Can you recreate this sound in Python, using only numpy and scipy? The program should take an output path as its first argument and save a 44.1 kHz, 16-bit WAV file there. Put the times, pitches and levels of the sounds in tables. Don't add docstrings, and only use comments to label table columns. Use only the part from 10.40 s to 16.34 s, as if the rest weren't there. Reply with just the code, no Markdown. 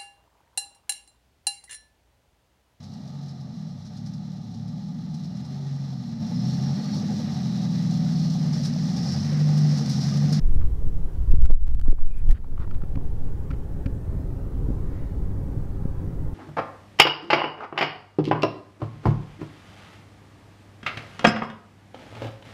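import sys
import numpy as np
from scipy import signal
from scipy.fft import rfft, irfft, next_fast_len
from scipy.io import wavfile
from scipy.ndimage import uniform_filter1d, minimum_filter1d, map_coordinates

SR = 44100
rng = np.random.default_rng(int(sys.argv[2]) if len(sys.argv) > 2 else 0)


def transcribe(signal):
    frames = np.atleast_2d(signal).T
    limited = np.clip(frames, -1, 1)
    pcm = np.round(limited * 32767).astype(np.int16)
    wavfile.write(sys.argv[1], SR, pcm)


N = 261938

# frequency_hz, density_db
ENGINE_SPECTRUM = [(12, -20), (30, -2), (60, 3), (78, -0.5), (95, 2), (130, -2), (165, -5), (205, -12.5),
                   (260, -16.5), (320, -16), (400, -17), (500, -23.5), (650, -41.5), (1200, -67)]
# pitch_hz, relative_db
ENGINE_HUMS = [(92, -13.5), (158, -13.5), (400, -25)]
# frequency_hz, density_db
TYRE_SPECTRUM = [(250, -15), (480, -1.5), (630, 0), (850, 0), (1150, -6), (1900, -14.5), (2600, -28),
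                 (4500, -59), (10000, -75)]
DRONE_HARMONICS = [-35, -44, -45.5, -50.5]
# frequency_hz, density_db
SWISH_SPECTRUM = [(900, -14), (1400, 5), (1950, 12), (2600, -3), (4800, -7), (7000, -23)]
# pitch_hz, level_db, t60_s
CASE_MODES = [(268.5, -3.5, 0.15), (541, -15, 0.11)]
# frequency_hz, density_db
HISS_SPECTRUM = [(200, -8), (2500, 10.5), (5000, 5.5), (9000, 3.5), (15500, 1.5)]
# frequency_hz, density_db
SWELL_SPECTRUM = [(3, -21.5), (7, 6.5), (12, 3), (22, -3), (40, -41), (150, -89)]
# frequency_hz, density_db
BUFFET_SPECTRUM = [(12, 1.5), (30, 4), (60, 0.5), (110, -15), (250, -30), (600, -58.5), (2000, -95)]
# start_s, length_s, swell_db, buffet_db
MIC_SWINGS = [(0.053, 0.24, -15.5, -22), (0.277, 0.25, -23, -26.5), (0.794, 0.07, -24.5, -22),
              (0.92, 0.13, -19.5, -15.5), (1.173, 0.21, -7, -12.5), (1.55, 0.13, -14, -26.5),
              (1.854, 0.066, -17.5, -18.5)]
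# centre_s, peak_db, half_length_s
HARD_GUSTS = [(0.055, -12.5, 0.0081), (0.939, -1.5, 0.015), (1.035, -0.5, 0.017), (1.128, 10, 0.013),
              (1.189, -2, 0.018), (1.384, -5, 0.02), (1.427, 0, 0.019), (1.492, -2, 0.013),
              (1.641, -3.5, 0.02), (1.715, -11.5, 0.01), (1.905, 1.5, 0.012)]
# centre_s, level_db, pitch_hz, relative_ring_db
HAND_BUMPS = [(0.163, -15.5, 66.6, -24), (0.471, -21, 67.4, -38), (0.939, -13, 90, -28),
              (0.989, -14, 55, -35), (1.1075, -22, 150, -32), (1.486, -16.5, 110, -20),
              (1.841, -23, 55, -33), (2.2, -16.5, 52.7, -22), (2.361, -23, 50, -25),
              (2.437, -21.5, 122, -18), (2.559, -24.5, 96.5, 0), (2.573, -18, 102, -26),
              (3.108, -19, 68, -8.5), (3.135, -22, 55, -28), (3.463, -16, 83, -4.5),
              (4.2889, -17.5, 130, -19), (4.305, -16.5, 146, -13.5), (5.423, -23.5, 123, -34),
              (5.456, -15, 126, -33)]
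# start_s, length_s, level_db, centre_hz, width_hz
FINGER_RUBS = [(0.207, 0.028, -53, 1100, 1200), (1.092, 0.018, -38, 517, 300),
               (1.574, 0.022, -52, 700, 1100), (1.725, 0.12, -61, 1600, 1500),
               (1.747, 0.06, -64, 8350, 3500), (1.937, 0.055, -52.5, 1450, 940),
               (2.178, 0.086, -48.5, 1120, 497), (2.18, 0.075, -64.5, 3400, 1800)]
# start_s, peak_db, t60_s, contact_hz
SHELL_CLICKS = [(0.212, -42, 0.012, 1930), (1.458, -36, 0.013, 990), (1.5187, -38, 0.0053, 2800),
                (1.585, -37.5, 0.025, 900), (1.897, -34.5, 0.013, 646), (2.042, -35, 0.017, 1092),
                (2.12, -44, 0.006, 1000), (2.176, -34, 0.021, 1400), (2.275, -38, 0.0073, 1186),
                (2.343, -44, 0.026, 1900), (2.418, -38.5, 0.01, 1490), (2.434, -39, 0.038, 1400),
                (2.517, -47.5, 0.015, 650), (2.573, -37.5, 0.013, 610), (2.611, -42.5, 0.008, 790)]
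# centre_hz, width_hz, gain_db
SHELL_RESONANCES = [(705, 470, 9), (1250, 440, 12), (2380, 90, 3.5), (2650, 330, -4), (4600, 1400, -12)]
# start_s, level_db, pitch_hz
KNUCKLE_KNOCKS = [(0.423, -32, 399), (0.938, -27, 280), (1.104, -12, 370), (1.482, -19.5, 262),
                  (1.528, -19.5, 357)]
# start_s, tooth_db, length_s, teeth_per_s
OVERLOAD_RASPS = [(0.915, -34, 0.0036, 2600), (1.02, -35.5, 0.0028, 3000), (1.056, -35, 0.0062, 1410),
                  (1.1108, -35, 0.0045, 1100), (1.414, -36.5, 0.002, 1670), (1.4823, -34.5, 0.001, 2200),
                  (1.891, -34.5, 0.002, 3000), (1.908, -35, 0.0094, 1870)]
# start_s, step_db
LIMITER_TICKS = [(0.956, -35), (1.049, -36), (1.1074, -34.5), (1.211, -45.5), (1.2691, -36), (1.281, -35.5),
                 (1.292, -38), (1.3047, -42), (1.314, -37), (1.351, -37.5), (1.398, -32.5), (1.478, -35),
                 (1.5023, -38), (1.5133, -37), (1.519, -34.5), (1.608, -39), (1.618, -37.5), (1.629, -36.5),
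                 (1.677, -41.5), (1.711, -41), (1.873, -42), (1.932, -36)]
# start_s, level_db, length_s, slips_per_s, contact_hz
GRIP_CREAKS = [(2.31, -42, 0.004, 1250, 1300), (2.555, -46, 0.0063, 800, 1500),
               (3.105, -42, 0.0025, 1250, 1300), (3.1097, -42.5, 0.007, 1300, 1900),
               (3.13, -55, 0.015, 800, 1900), (3.459, -44, 0.008, 780, 2600)]
# centre_hz, width_hz, gain_db
CREAK_RESONANCES = [(1310, 250, 7.5), (2340, 200, 4.5), (2870, 220, -0.5), (4520, 500, -7.5),
                    (5500, 790, -12)]


def amp(db):
    return 10 ** (np.asarray(db) / 20)


def unit(x):
    return x / np.sqrt(np.mean(x ** 2) + 1e-20)


def wobble(rate):
    return map_coordinates(rng.standard_normal(int(N * rate / SR) + 4), [np.arange(N) * rate / SR])


def filtered(x, response):
    size = next_fast_len(len(x) + SR // 2)
    return irfft(rfft(x, size) * response(np.fft.rfftfreq(size, 1 / SR)), size)[:len(x)]


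def resonance(f, hz, width):
    return 1j * f * width / (hz * hz - f * f + 1j * f * width)


def body(f, resonances):
    return sum((-1) ** k * amp(db) * resonance(f, hz, width)
               for k, (hz, width, db) in enumerate(resonances))


def rush(spectrum, patchy_db=0.0):
    cells = signal.stft(rng.standard_normal(N), nperseg=2048)[2]
    patches = uniform_filter1d(rng.standard_normal(cells.shape), size=5, axis=0)
    patches = uniform_filter1d(patches, size=9, axis=1)
    noise = signal.istft(cells * amp(patchy_db * unit(patches)))[1][:N]
    hz, db = np.transpose(spectrum)
    return unit(filtered(noise, lambda f: amp(np.interp(np.log(f + 1), np.log(hz), db))))


def add(track, start, sound):
    part = track[round(start * SR):][:len(sound)]
    part += sound[:len(part)]


def avenue(approach_s=3.24, away_s=1.51, away_width_s=0.47):
    t = np.arange(N) / SR
    far = np.exp(-t / approach_s)
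    away = np.exp(-((t - away_s) / away_width_s) ** 2)
    engine_db = -29 - 6.5 * far - 8 * away
    tyre_db = -51 - 7 * far - 5.5 * away
    engines = amp(engine_db + 1.92 * wobble(11)) * rush(ENGINE_SPECTRUM)
    tyres = amp(tyre_db + 0.45 * wobble(9)) * rush(TYRE_SPECTRUM, patchy_db=2.0)
    for hz, db in ENGINE_HUMS:
        hum_gain = amp(engine_db + db + 2.6 * wobble(5.4))
        cycles = np.cumsum(hz * (1 + .03 * wobble(8))) / SR
        engines += hum_gain * np.sin(2 * np.pi * cycles)
    return engines + tyres


def near_car(firing_hz=97, closest_s=4.9, swish_s=4.58):
    t = np.arange(N) / SR
    nearness = 1 / np.hypot(1, (t - closest_s) / 0.25)
    firings = np.cumsum(firing_hz * (1 + 0.02009 * wobble(3.7))) / SR
    drone = sum(amp(db + 1.2 * wobble(5)) * np.sin(2 * np.pi * order * firings)
                for order, db in enumerate(DRONE_HARMONICS, start=1))
    swell = np.exp(-((t - swish_s) / .16) ** 2)
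    return nearness * drone + amp(-61.5) * swell * rush(SWISH_SPECTRUM)


def through_case(x):
    modes = lambda f: sum(resonance(f, hz, np.log(1000) / (np.pi * t60)) for hz, _, t60 in CASE_MODES)
    return filtered(x, lambda f: 1 + amp(1.5) * modes(f))


def hiss():
    return amp(-65.5) * rush(HISS_SPECTRUM, patchy_db=2.0)


def swing_db(start, length, settle_db_per_s, rise_db_per_s=128):
    t = np.arange(N) / SR - start
    return -rise_db_per_s * np.maximum(-t, 0) - settle_db_per_s * np.maximum(t - length, 0)


def wind():
    swell_db, buffet_db = -32.5, -31.5
    for start, length, swell_top_db, buffet_top_db in MIC_SWINGS:
        swell_db = np.maximum(swell_db, swell_top_db + swing_db(start, length, settle_db_per_s=11))
        buffet_db = np.maximum(buffet_db, buffet_top_db + swing_db(start, length, settle_db_per_s=75))
    air = amp(swell_db) * rush(SWELL_SPECTRUM, patchy_db=2.0)
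    air += amp(buffet_db) * rush(BUFFET_SPECTRUM)
    for centre, db, half_length in HARD_GUSTS:
        offset = (np.arange(N) / SR - centre) / half_length
        air -= amp(db) * offset * np.exp((1 - offset ** 2) / 2)
    return air


def bumps(ring_rise_s=0.0018):
    out, t = np.zeros(N), np.arange(SR // 3) / SR
    ring = sum(amp(db - 60 * t / t60) * np.sin(2 * np.pi * hz * t) for hz, db, t60 in CASE_MODES)
    ring *= 1 - np.exp(-t / ring_rise_s)
    for centre, db, hz, ring_db in HAND_BUMPS:
        phase = 2 * np.pi * hz * (np.arange(N) / SR - centre)
        out += amp(db) * 2 * phase / (1 + phase ** 2 / 2) ** 2
        add(out, centre, amp(db + ring_db) * ring)
    return out


def rubs(grain_db=3, grains_per_s=510):
    out = np.zeros(N)
    for start, length, db, hz, width in FINGER_RUBS:
        grains = rng.standard_normal(SR // 4) * amp(grain_db * wobble(grains_per_s)[:SR // 4])
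        band = lambda f: resonance(f, hz, width) * resonance(f, hz, 1.5 * hz) / (1 + (f / (4 * hz)) ** 4)
        friction = unit(filtered(grains, band))
        stroke = signal.windows.tukey(round(length * SR), .5)
        add(out, start, amp(db) * stroke * friction[:len(stroke)])
    return out


def clicks(rise_s=0.002):
    out, t = np.zeros(N), np.arange(SR // 5) / SR
    for start, db, t60, contact_hz in SHELL_CLICKS:
        slip = rng.standard_normal(len(t)) * amp(-60 * t / t60) * (1 - np.exp(-t / rise_s))
        click = filtered(slip, lambda f: body(f, SHELL_RESONANCES) * resonance(f, contact_hz, contact_hz))
        add(out, start, amp(db) * click / np.abs(click).max())
    return out


def knocks(rise_s=0.0011):
    out, t = np.zeros(N), np.arange(SR // 20) / SR
    envelope = t / rise_s * np.exp(1 - t / rise_s)
    for start, db, hz in KNUCKLE_KNOCKS:
        add(out, start, amp(db) * envelope * np.sin(2 * np.pi * hz * t))
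    return out


def crackles(tooth_scatter=0.2, decay_s=0.0029):
    steps = np.zeros(N)
    for start, db, length, rate in OVERLOAD_RASPS:
        teeth = np.arange(max(1, round(length * rate)))
        times = start + (teeth + rng.uniform(-tooth_scatter, tooth_scatter, len(teeth))) / rate
        steps += amp(db) * np.bincount(np.round(times * SR).astype(int), minlength=N)
    for start, db in LIMITER_TICKS:
        steps[round(start * SR)] += amp(db)
    return signal.lfilter([1], [1, -np.exp(-1 / (decay_s * SR))], steps)


def squeak(start_s=1.695, length_s=0.115, level_db=-61, pitch_hz=2450, waver_hz=79.5):
    out, stroke = np.zeros(N), signal.windows.tukey(round(length_s * SR), .2)
    cycles = np.cumsum(pitch_hz + waver_hz * wobble(300)) / SR
    tone = np.sin(2 * np.pi * cycles) * amp(4 * wobble(150))
    add(out, start_s, amp(level_db) * stroke * unit(tone)[:len(stroke)])
    return out


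def creaks(slip_scatter=0.14, spread_db=1, width_hz=4300):
    out = np.zeros(N)
    for start, db, length, rate, contact_hz in GRIP_CREAKS:
        count = max(2, round(length * rate))
        gaps = np.abs(1 + slip_scatter * rng.standard_normal(count)) / rate
        sizes = amp(spread_db * rng.standard_normal(count))
        times = np.cumsum(gaps) - gaps[0]
        slips = np.bincount(np.round(times * SR).astype(int), sizes, minlength=SR // 20)
        creak = filtered(slips, lambda f: body(f, CREAK_RESONANCES) * resonance(f, contact_hz, width_hz))
        add(out, start, amp(db) * creak * np.sqrt(length * SR / np.sum(creak ** 2)))
    return out


def scene():
    street = through_case(avenue() + near_car())
    handling = bumps() + rubs() + clicks() + knocks() + squeak() + creaks()
    return (street + hiss() + wind() + handling)[None]


def limiter(x, ceiling_db, hold_s, release_s):
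    t = np.arange(N) / SR
    needed = np.minimum(1, amp(ceiling_db) / (np.abs(x) + 1e-9))
    reach = int(hold_s * SR / 2)
    held = minimum_filter1d(needed, 2 * reach + 1, origin=reach, mode="nearest")
    duck = np.maximum.accumulate((1 - held) * np.exp(t / release_s)) * np.exp(-t / release_s)
    return x * uniform_filter1d(1 - duck, size=64)


def record(dry):
    top_hz = 15750
    limited = limiter(dry[0], ceiling_db=-4.2, hold_s=.11, release_s=.48)
    return filtered(limited + crackles(), lambda f: f < top_hz)[None]


dry = scene()
out = record(dry)
transcribe(out)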